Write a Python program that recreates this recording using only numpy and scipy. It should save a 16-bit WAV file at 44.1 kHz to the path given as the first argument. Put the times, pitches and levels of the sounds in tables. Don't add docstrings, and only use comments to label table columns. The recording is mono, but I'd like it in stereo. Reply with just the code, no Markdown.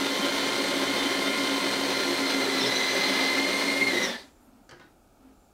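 import sys
import numpy as np
from scipy import signal
from scipy.fft import rfft, irfft, next_fast_len
from scipy.io import wavfile

SR = 44100
rng = np.random.default_rng(int(sys.argv[2]) if len(sys.argv) > 2 else 0)


def dump(signal):
    limited = np.clip(np.atleast_2d(signal).T, -1, 1)
    pcm = np.round(limited * 32767).astype(np.int16)
    wavfile.write(sys.argv[1], SR, pcm)


N = 244225
TIME = np.arange(N) / SR
PINION_TEETH = 6
IDLER_RATIO = .787
SCREW_REDUCTION, STAGE_REDUCTION = 47, 7.55
FULL_LOAD_SAG = .048
SING_HZ, RING_HZ = 3100, 3603
ROOM_T60_S = .32

# (time [s], shaft speed [turns/s])
NEAR_SPEED = [(0, 353), (.6, 355), (1.2, 354.5), (1.7, 352), (2.15, 351.5), (2.45, 349.5), (2.7, 343.5),
              (3.0, 346), (3.2, 347.5), (3.55, 352.5), (3.87, 354.5), (3.96, 343), (4.04, 336), (4.07, 305)]
FAR_SPEED = [(0, 349.5), (.6, 349), (1.2, 347.5), (1.7, 346), (2.2, 343), (2.5, 337), (2.75, 333),
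             (3.0, 338), (3.3, 342), (3.5, 350), (3.85, 354), (3.94, 322), (3.98, 317), (4.01, 323),
             (4.05, 317), (4.075, 299), (4.16, 293)]
NOSE_SPEED = [(0, 351), (.5, 354), (1.1, 358), (1.6, 355), (2.0, 351), (2.4, 349), (2.55, 341),
              (2.585, 335), (2.6, 311), (2.617, 290), (2.64, 307), (2.655, 285), (2.68, 298)]
# (pitch [x shaft speed], level [dB])
NEAR_TONES = [(1, -42), (4, -51.5), (5, -65), (7, -62)]
FAR_TONES = [(1, -49.5), (1.6, -49.5), (3, -43), (10.35, -47)]
NOSE_TONES = [(3, -55.5), (4, -45), (6, -46.5), (9, -57)]
# (time [s], level [dB])
MESH_LEVEL = [(0, -54), (.25, -41.5), (1.4, -37), (1.85, -43), (2.25, -38.5), (2.65, -36), (2.8, -31.5),
              (3.55, -32), (3.8, -31.5), (4.05, -32), (4.09, -34), (4.16, -35)]
# (frequency [Hz], width [Hz], lift [dB])
GEARBOX_RESONANCES = [(1037, 22, 3.5), (1400, 13, 5.5), (1754, 59, 1), (2030, 100, 3.5), (2390, 80, 2),
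                      (2664, 160, -2.5), (2840, 46, 2.5), (3084, 82, 1), (3603, 14, -2.5)]
AIRFRAME_RESONANCES = [(129, 12, 14), (196, 16, 9.5), (310, 22, -4.5), (350, 12, 6), (397.6, 20, 10.5),
                       (446, 8.4, 7.5), (586, 130, 3.5)]
# (frequency [Hz], gain [dB])
GEAR_EQ = [(60, -36), (300, -30), (600, 3), (800, 3), (1000, 2), (1200, -1), (1550, -2.5), (1900, -0.5),
           (2350, -1), (2650, -4.5), (3200, 0), (3800, 4.5), (4500, 0.5), (6500, -24.5), (14000, -51.5)]
BOOM_EQ = [(30, -27.5), (85, -29), (150, -17.5), (215, -2.5), (305, 3), (370, -2), (440, -1), (530, -0.5),
           (700, -9), (1200, -15), (5000, -79.5)]
EDGE_EQ = [(600, -41.5), (2500, -20), (3600, 7), (4600, 4.5), (6000, 3.5), (7200, -13), (8500, -9),
           (10000, -14), (15000, -16.5)]
HISS_EQ = [(3000, -18), (6000, 2), (7400, 1), (8600, -0.5), (10000, -3), (13000, -9), (15500, -16.5)]
# (time [s], half length [s], level [dB])
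HUM_SURGES = [(.039, 0.03, -31.5), (.123, 0.018, -34.5), (.24, 0.018, -30.5), (.345, 0.022, -35),
              (.468, 0.033, -35), (.615, 0.016, -34), (.69, 0.012, -36), (.772, 0.016, -32),
              (.825, 0.02, -33), (.9, 0.018, -32), (1.018, 0.019, -30.5), (1.068, 0.013, -30),
              (1.175, 0.029, -34), (1.285, 0.032, -34), (1.41, 0.035, -32.5), (1.527, 0.047, -33.5),
              (1.658, 0.035, -36), (1.825, 0.04, -34.5), (1.925, 0.025, -37.5), (2.093, 0.033, -34.5),
              (2.235, 0.03, -31), (2.38, 0.04, -32.5), (2.53, 0.087, -37.5), (3.135, 0.039, -35),
              (3.245, .045, -37), (3.414, 0.047, -34), (3.63, 0.097, -39.5), (3.812, 0.052, -37),
              (3.945, 0.035, -42.5)]
# (time [s], half length [s], level [dB], mesh harmonic, motor [0 near 1 far 2 nose])
SQUEALS = [(1.71, .05, -42, 2, 0), (2.15, .27, -43.5, 2, 0), (2.615, .014, -38, 3, 2),
           (2.637, .02, -30.5, 2, 2), (2.671, .009, -35, 3, 2), (2.763, .014, -32, 2, 1),
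           (2.768, .02, -39, 3, 1), (2.87, .05, -37, 2, 1), (2.93, .14, -42.5, 3, 1),
           (3.055, .025, -36, 2, 0), (3.29, .022, -33, 1, 1), (3.6, .2, -42, 2, 0),
           (3.695, .012, -27, 1, 0), (3.822, .011, -20.5, 1, 0), (3.86, .03, -39, 2, 0),
           (3.872, .011, -28.5, 1, 0), (3.96, .022, -41, 2, 1), (3.985, .035, -44, 3, 1),
           (3.982, .008, -29, 1, 0), (4.035, .016, -35, 1, 0), (4.04, .018, -41, 2, 1),
           (4.08, .022, -45, 3, 1), (4.1, .022, -42, 2, 1)]
# (time [s], half length [s], level [dB], motor [0 near 1 far 2 nose])
END_STOPS = [(2.64, .035, -37.5, 2), (4.042, .016, -33.5, 1)]
# (time [s], level [dB])
SING_LEVEL = [(0, -52), (.2, -39), (.6, -42.5), (.9, -40.5), (1.6, -41), (2.4, -48), (4.0, -55)]
# (time [s], half length [s], level [dB])
HOUSING_RINGS = [(.06, .05, -44), (.55, .25, -49), (.84, .03, -43), (1.0, .05, -40), (1.26, .04, -38.5)]
# (time [s], half length [s], level [dB], resonance [Hz])
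LURCHES = [(0.208, 0.017, -37.5, 196), (0.282, 0.02, -33, 578), (0.658, .014, -41, 570),
           (0.724, 0.0091, -36, 566), (0.76, 0.25, -54.5, 129), (1.747, 0.11, -53.5, 129),
           (0.823, 0.016, -31.5, 350), (2.122, 0.03, -33, 350), (2.478, 0.021, -32.5, 396.4),
           (2.656, 0.045, -46, 129), (2.678, 0.047, -34.5, 412), (2.98, 0.056, -33, 397),
           (3.954, 0.033, -30.5, 352.6)]
# (pitch [x shaft speed], level [dB])
STRAIN_TONES = [(5, -49), (10, -48), (11.15, -45), (14, -47.5)]
# (time [s], half length [s], gain [dB])
STRAIN_SWELLS = [(3.03, 0.36, -0.5), (3.5, 0.45, -13)]
# (pitch [x shaft speed], level [dB])
BRUSH_TONES = [(5, -53), (10.65, -55), (11.15, -55), (13, -58), (17, -58)]
# (time [s], half length [s], level [dB], pitch [x shaft speed])
SIZZLES = [(.19, .02, -47, 17), (.48, .018, -47, 17), (.4, .22, -56, 19.8), (.7, .12, -55, 23.4),
           (.95, .15, -58, 31.4), (1.55, .3, -56, 24), (1.4, .6, -58, 25), (2.3, .25, -57, 23.5),
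           (3.6, .17, -54, 24.2), (3.62, .17, -55, 25), (3.57, .15, -53, 17.9)]
# (time [s], half length [s], level [dB])
COAST_SWELL = (4.185, .05, -50)
# (frequency [Hz], gain [dB])
COAST_EQ = [(1500, -28), (3000, -12), (3700, 2), (4900, 2), (6000, -23), (10000, -38)]
# (time [s], crack level [dB], decay [s], thud level [dB], low-pass [Hz], panel tone [Hz])
DOOR_HITS = [(4.692, -43, 0.006, -70, 10000, 2040), (4.711, -41, 0.0067, -62, 13000, 1700),
             (4.716, -45, 0.0064, -58, 2500, 1300), (4.726, -45, .006, -42, 2500, 600),
             (4.797, -45, .003, -68, 7500, 1700), (4.799, -44.5, 0.0058, -64, 4270, 1350),
             (4.811, -45.5, 0.0085, -68, 4900, 1500)]
# (frequency [Hz], gain [dB])
CRACK_EQ = [(60, -16), (130, -9), (300, 3), (900, -3), (1600, -3.5), (2300, -7), (2900, -8.5), (4600, -5.5),
            (7000, -10), (14000, -27)]
# (frequency [Hz], level [dB], T60 [s])
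FUSELAGE_MODES = [(137, -6.5, 0.15), (350, -7, 0.63), (497, -9, .15)]
# (time [s], half length [s], level [dB])
SERVO_MOVES = [(4.26, 0.055, -57), (4.5, 0.14, -61), (4.82, 0.095, -69), (5.27, 0.07, -58)]
SERVO_HOLDS = [(4.34, 0.12, -77), (4.68, 0.057, -79), (5.43, 0.085, -78)]
# (frequency [Hz], gain [dB])
SERVO_EQ = [(120, -46), (200, 6), (275, 11.5), (360, -6), (700, -5.5), (1500, -15), (4500, -27),
            (9000, -35)]
WHISTLE_EQ = [(6500, -24), (7100, 1), (7350, 4), (7550, -10.5), (8200, -31.5)]
# (time [s], fundamental [Hz], level [dB])
SERVO_GLIDE = [(4.37, 794, -110), (4.41, 875, -81), (4.45, 947, -74), (4.49, 880, -80), (4.53, 830, -110)]
# (frequency [Hz], gain [dB])
ROOM_TONE_EQ = [(15, -27.5), (25, 8.5), (53, 9), (144, -1.5), (297, 5.5), (457, -3.5), (722, 0), (848, -1),
                (1080, -14), (1270, -3), (2060, -25), (2230, -15), (3000, -20.5), (7500, -20), (15500, -25)]
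# (time [s], gain [dB])
TREBLE_RIDE = [(2.55, 1), (2.85, 1.5), (3.2, 3), (3.7, 0), (3.95, -1.5)]
# (frequency [Hz], side minus mid [dB])
WIDTH_EQ = [(40, -34), (120, -16.5), (300, -24.5), (1000, -24.5), (2100, -39), (4000, -28.5), (6000, -11),
            (8500, 0), (15000, 9)]
# (frequency [Hz], left minus right [dB])
BALANCE_EQ = [(30, 1), (100, -4.5), (270, 1.5), (600, -2), (1200, -2), (2200, 0.2), (4200, 1),
              (12000, -0.5)]
# (low edge [Hz], high edge [Hz])
PAN_BANDS = [(1750, 2450), (210, 470)]
# (time [s], mesh left minus right [dB], hum left minus right [dB])
PAN_RIDE = [(0.0, -2.5, -0.5), (1.3, -2.5, 0.5), (1.51, -0.5, 2), (1.71, 0.5, -0.5), (2.05, 2.5, -0.5),
            (2.32, 0.5, 3.5), (2.63, -4, 0), (2.72, -1.5, -5), (3.01, -5.5, -5), (3.87, 5.5, 7),
            (4.01, 2.5, 1), (4.07, 2.5, 4), (4.2, -2, 5)]


def motor_whine(near, far, nose):
    whine = 0
    motors = (near, NEAR_SPEED, NEAR_TONES), (far, FAR_SPEED, FAR_TONES), (nose, NOSE_SPEED, NOSE_TONES)
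    for angle, speed, tones in motors:
        strength = (automation(speed)[0] / speed[0][1]) ** 7
        whine += strength * running(speed) * tone_stack(angle, tones, rough=.58)
    whine = equalise(whine, [(20, 0), (20000, 0)], GEARBOX_RESONANCES)
    whine *= from_db(np.interp(TIME, [1.6, 2.9, 4.0], [-.5, -2, -4.5]))
    mesh_db, treble_db = automation(MESH_LEVEL)[0], automation(TREBLE_RIDE)[0]
    near_stalled = 1 - running(NEAR_SPEED)
    for angle, speed, trim_db in ((near, NEAR_SPEED, -2.2), (far, FAR_SPEED, -4.4)):
        effort = load(speed)
        mesh = PINION_TEETH * angle + (.09 + .19 * effort + .55 * near_stalled) * drift(180)
        wobble = 1 + .26 * np.cos(angle)
        first = from_db(mesh_db) * tone(mesh, rough=.42 + .2 * effort)
        second = from_db(-43 + 7.5 * effort + 1.5 * treble_db) * tone(2 * mesh, rough=.42)
        third = from_db(-63 + 15 * effort + 1.2 * treble_db) * tone(3 * mesh, rough=.4)
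        fourth = from_db(-57.5) * tone(4 * mesh, rough=.98)
        gain = running(speed) * stall_duck() * wobble * from_db(trim_db)
        whine += gain * (first + second + third + fourth)
    judder = tone(PINION_TEETH * far + 1.2 * drift(150), rough=.88)
    alone = running(FAR_SPEED, fade_s=.016) * near_stalled
    return whine + room(alone * from_db(-47) * judder, wet_db=-6)


def backlash_rattle(near, far):
    load_db = (load(NEAR_SPEED) + load(FAR_SPEED)) / 2
    treble_db = automation(TREBLE_RIDE)[0]
    throb_db = .23 * np.sin(near / SCREW_REDUCTION) + .27 * np.sin(near / STAGE_REDUCTION) + drift(37)
    knocks = (tooth_knocks(near, spread_db=2.5) + tooth_knocks(far, spread_db=2)) * from_db(throb_db)
    gears = rms_one(equalise(knocks, GEAR_EQ, GEARBOX_RESONANCES))
    gears *= from_db(-31 + load_db + .93 * treble_db)
    boom = from_db(-34.5 + load_db) * rms_one(equalise(knocks, BOOM_EQ, AIRFRAME_RESONANCES))
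    edge = from_db(-37.5 + load_db + treble_db) * rms_one(equalise(knocks, EDGE_EQ))
    hiss = from_db(-42.5) * noise(HISS_EQ) * until(4.044, fade_s=.08)
    shaking = stall_duck() * until(4.105, fade_s=.045)
    return room((gears + edge) * shaking + hiss, wet_db=-9) + room(boom * shaking, wet_db=-14)


def tooth_knocks(angle, spread_db, per_s=1400):
    hits = rng.random(N) < per_s * (1 + .8 * np.cos(angle)) / SR
    return hits * rng.choice([-1, 1], N) * from_db(spread_db * np.minimum(rng.exponential(1, N), 3.3))


def idler_hum(near, far):
    skin = tone(IDLER_RATIO * (near + far) / 2, rough=.12)
    strength = from_db(-45.5 + 4.5 * load(FAR_SPEED) ** 2) + swells(HUM_SURGES)
    return running(FAR_SPEED) * stall_duck() * strength * skin


def tooth_squeals(angles):
    squeal, scrape = 0, 0
    for motor, angle in enumerate(angles):
        mesh = PINION_TEETH * angle + .27 * drift(220) + .4 * drift(30)
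        for k in (1, 2, 3):
            cues = [row[:3] for row in SQUEALS if row[3:] == (k, motor)]
            squeal += swells(cues) * tone(k * mesh, rough=.13 * k)
    for *cue, motor in END_STOPS:
        slip = 3 * PINION_TEETH * angles[motor] + 1.45 * drift(280)
        scrape += swells([cue]) * tone(slip, rough=.3)
    return room(squeal, wet_db=-12) + room(scrape, wet_db=-8)


def housing_song():
    throb = 1 + .26 * (rms_one(swells(HUM_SURGES)) - 1)
    strength = from_db(automation(SING_LEVEL)[0]) * throb * running(NEAR_SPEED)
    sing = strength * tone(2 * np.pi * SING_HZ * TIME + .8 * drift(25), rough=.5)
    return sing + swells(HOUSING_RINGS) * tone(2 * np.pi * RING_HZ * TIME, rough=.3)


def leg_lurches():
    return sum(swells([cue]) * tone(2 * np.pi * hz * TIME, rough=.25) for *cue, hz in LURCHES)


def gear_strain(far):
    return swells(STRAIN_SWELLS) * running(NEAR_SPEED) * tone_stack(far, STRAIN_TONES, rough=.3)


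def brush_buzz(near):
    buzz = tone_stack(near, BRUSH_TONES, rough=.4) * (1 - load(NEAR_SPEED) / 2)
    chatter = .8 * drift(120)
    sizzle = sum(swells([cue]) * np.sqrt(2) * np.sin(k * near + chatter) for *cue, k in SIZZLES)
    return (buzz + sizzle) * running(NEAR_SPEED)


def coasting_gears():
    return room(swells([COAST_SWELL]) * noise(COAST_EQ), wet_db=-17)


def door_clacks(panel_width_hz=800, panel_lift_db=10):
    cracks, thuds = np.zeros(N), np.zeros(N)
    for s, crack_db, decay_s, thud_db, cutoff_hz, panel_hz in DOOR_HITS:
        soften = signal.butter(4, cutoff_hz, fs=SR, output="sos")
        grain = noise(CRACK_EQ, [(panel_hz, panel_width_hz, panel_lift_db)])
        envelope = from_db(crack_db) * (TIME >= s) * until(s, decay_s)
        cracks += signal.sosfilt(soften, envelope * grain + 1e-18)
        thuds[round(s * SR)] = from_db(thud_db)
    t = TIME[:SR // 2]
    ring = sum(from_db(db - 60 * t / t60) * np.sin(2 * np.pi * hz * t) for hz, db, t60 in FUSELAGE_MODES)
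    return room(cracks, wet_db=-4) + signal.fftconvolve(thuds, ring)[:N]


def door_servos():
    pitch, glide_db = automation(SERVO_GLIDE)
    angle = 2 * np.pi * np.cumsum(pitch) / SR
    glide = from_db(glide_db) * sum(tone(k * angle + 1.5 * drift(200), rough=.6) for k in (10, 13, 14))
    hum = swells(SERVO_MOVES) * noise(SERVO_EQ)
    whistle = swells(SERVO_HOLDS) * noise(WHISTLE_EQ)
    return room(hum + whistle + glide, wet_db=-10.5)


def room_tone():
    return from_db(-59.5) * noise(ROOM_TONE_EQ)


def room(x, wet_db):
    t = TIME[:SR // 2]
    white = rng.standard_normal(len(t)) * (t > .003)
    dull = signal.sosfilt(signal.butter(2, 5500, fs=SR, output="sos"), white)
    tail = dull * from_db(-60 * t / ROOM_T60_S) + .26 * white * from_db(-60 * t / .24)
    tail = rms_one(tail) / np.sqrt(len(t))
    wet = from_db(wet_db)
    return (x + wet * signal.fftconvolve(x, tail)[:N]) / np.sqrt(1 + wet ** 2)


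def shaft_angle(speed, wander=.0022, flutter=.0035):
    turns_per_s = automation(speed)[0] * (1 + wander * drift(7) + flutter * drift(70))
    return 2 * np.pi * np.cumsum(turns_per_s) / SR


def load(speed):
    return np.clip((1 - automation(speed)[0] / speed[0][1]) / FULL_LOAD_SAG, 0, 1)


def running(speed, fade_s=.0063):
    return until(speed[-1][0], fade_s)


def stall_duck(duck_db=-3):
    near_on = until(NEAR_SPEED[-1][0] - .015, fade_s=.002)
    return near_on + (1 - near_on) * from_db(duck_db)


def tone(angle, rough):
    wavering = (1 + rough * drift(61)) * np.sin(angle) + rough * drift(35) * np.cos(angle)
    return np.sqrt(2 / (1 + 2 * rough ** 2)) * wavering


def tone_stack(angle, tones, rough):
    return sum(from_db(db) * tone(k * angle, rough) for k, db in tones)


def swells(cues):
    return sum(from_db(db) / (1 + ((TIME - s) / half_s) ** 6) for s, half_s, db in cues)


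def until(end_s, fade_s):
    return np.exp(-np.maximum(TIME - end_s, 0) / fade_s)


def automation(rows):
    times, *columns = np.transpose(rows)
    return [np.interp(TIME, times, column) for column in columns]


def drift(rate_hz):
    pole = np.exp(-40 * np.pi * rate_hz / SR)
    white = rng.standard_normal(N // 20 + 4002)
    slow = signal.lfilter([1], [1, -2 * pole, pole * pole], white)[4000:]
    return np.interp(np.arange(N) / 20, np.arange(len(slow)), rms_one(slow))


def noise(eq, resonances=()):
    return rms_one(equalise(rng.standard_normal(N), eq, resonances))


def equalise(x, eq, resonances=()):
    size = next_fast_len(N + SR // 2, True)
    hz = np.arange(size // 2 + 1) * SR / size + 1
    eq_hz, eq_db = np.transpose(eq)
    db = np.interp(np.log(hz), np.log(eq_hz), eq_db)
    for centre, width, lift in resonances:
        db += lift / (1 + (2 * (hz - centre) / width) ** 2)
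    cepstrum = irfft(np.log(from_db(db)), size)
    cepstrum[1:size // 2] *= 2
    cepstrum[size // 2 + 1:] = 0
    return irfft(rfft(x, size) * np.exp(rfft(cepstrum)), size)[:N]


def from_db(db):
    return 10 ** (np.asarray(db) / 20)


def rms_one(x):
    return x / np.sqrt(np.mean(x ** 2) + 1e-20)


def scene():
    near, far, nose = shaft_angle(NEAR_SPEED), shaft_angle(FAR_SPEED), shaft_angle(NOSE_SPEED)
    drives = room(motor_whine(near, far, nose), wet_db=-27.5)
    drives += housing_song() + brush_buzz(near) + gear_strain(far) + idler_hum(near, far)
    drives += leg_lurches() + tooth_squeals((near, far, nose)) + backlash_rattle(near, far)
    mid = drives + coasting_gears() + door_clacks() + door_servos() + room_tone()
    side = equalise(room(mid, wet_db=52.5), WIDTH_EQ)
    for band, pan_db in zip(PAN_BANDS, automation(PAN_RIDE)):
        ratio = from_db(pan_db)
        bandpass = signal.butter(2, band, "band", fs=SR, output="sos")
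        side += (ratio - 1) / (ratio + 1) * signal.sosfiltfilt(bandpass, drives)
    return np.array([equalise(mid + sign * side, np.array(BALANCE_EQ) * [1, sign / 2])
                     for sign in (1, -1)])


def record(dry):
    return signal.sosfilt(signal.ellip(10, .1, 80, 15650, fs=SR, output="sos"), dry)


dry = scene()
out = record(dry)
dump(out)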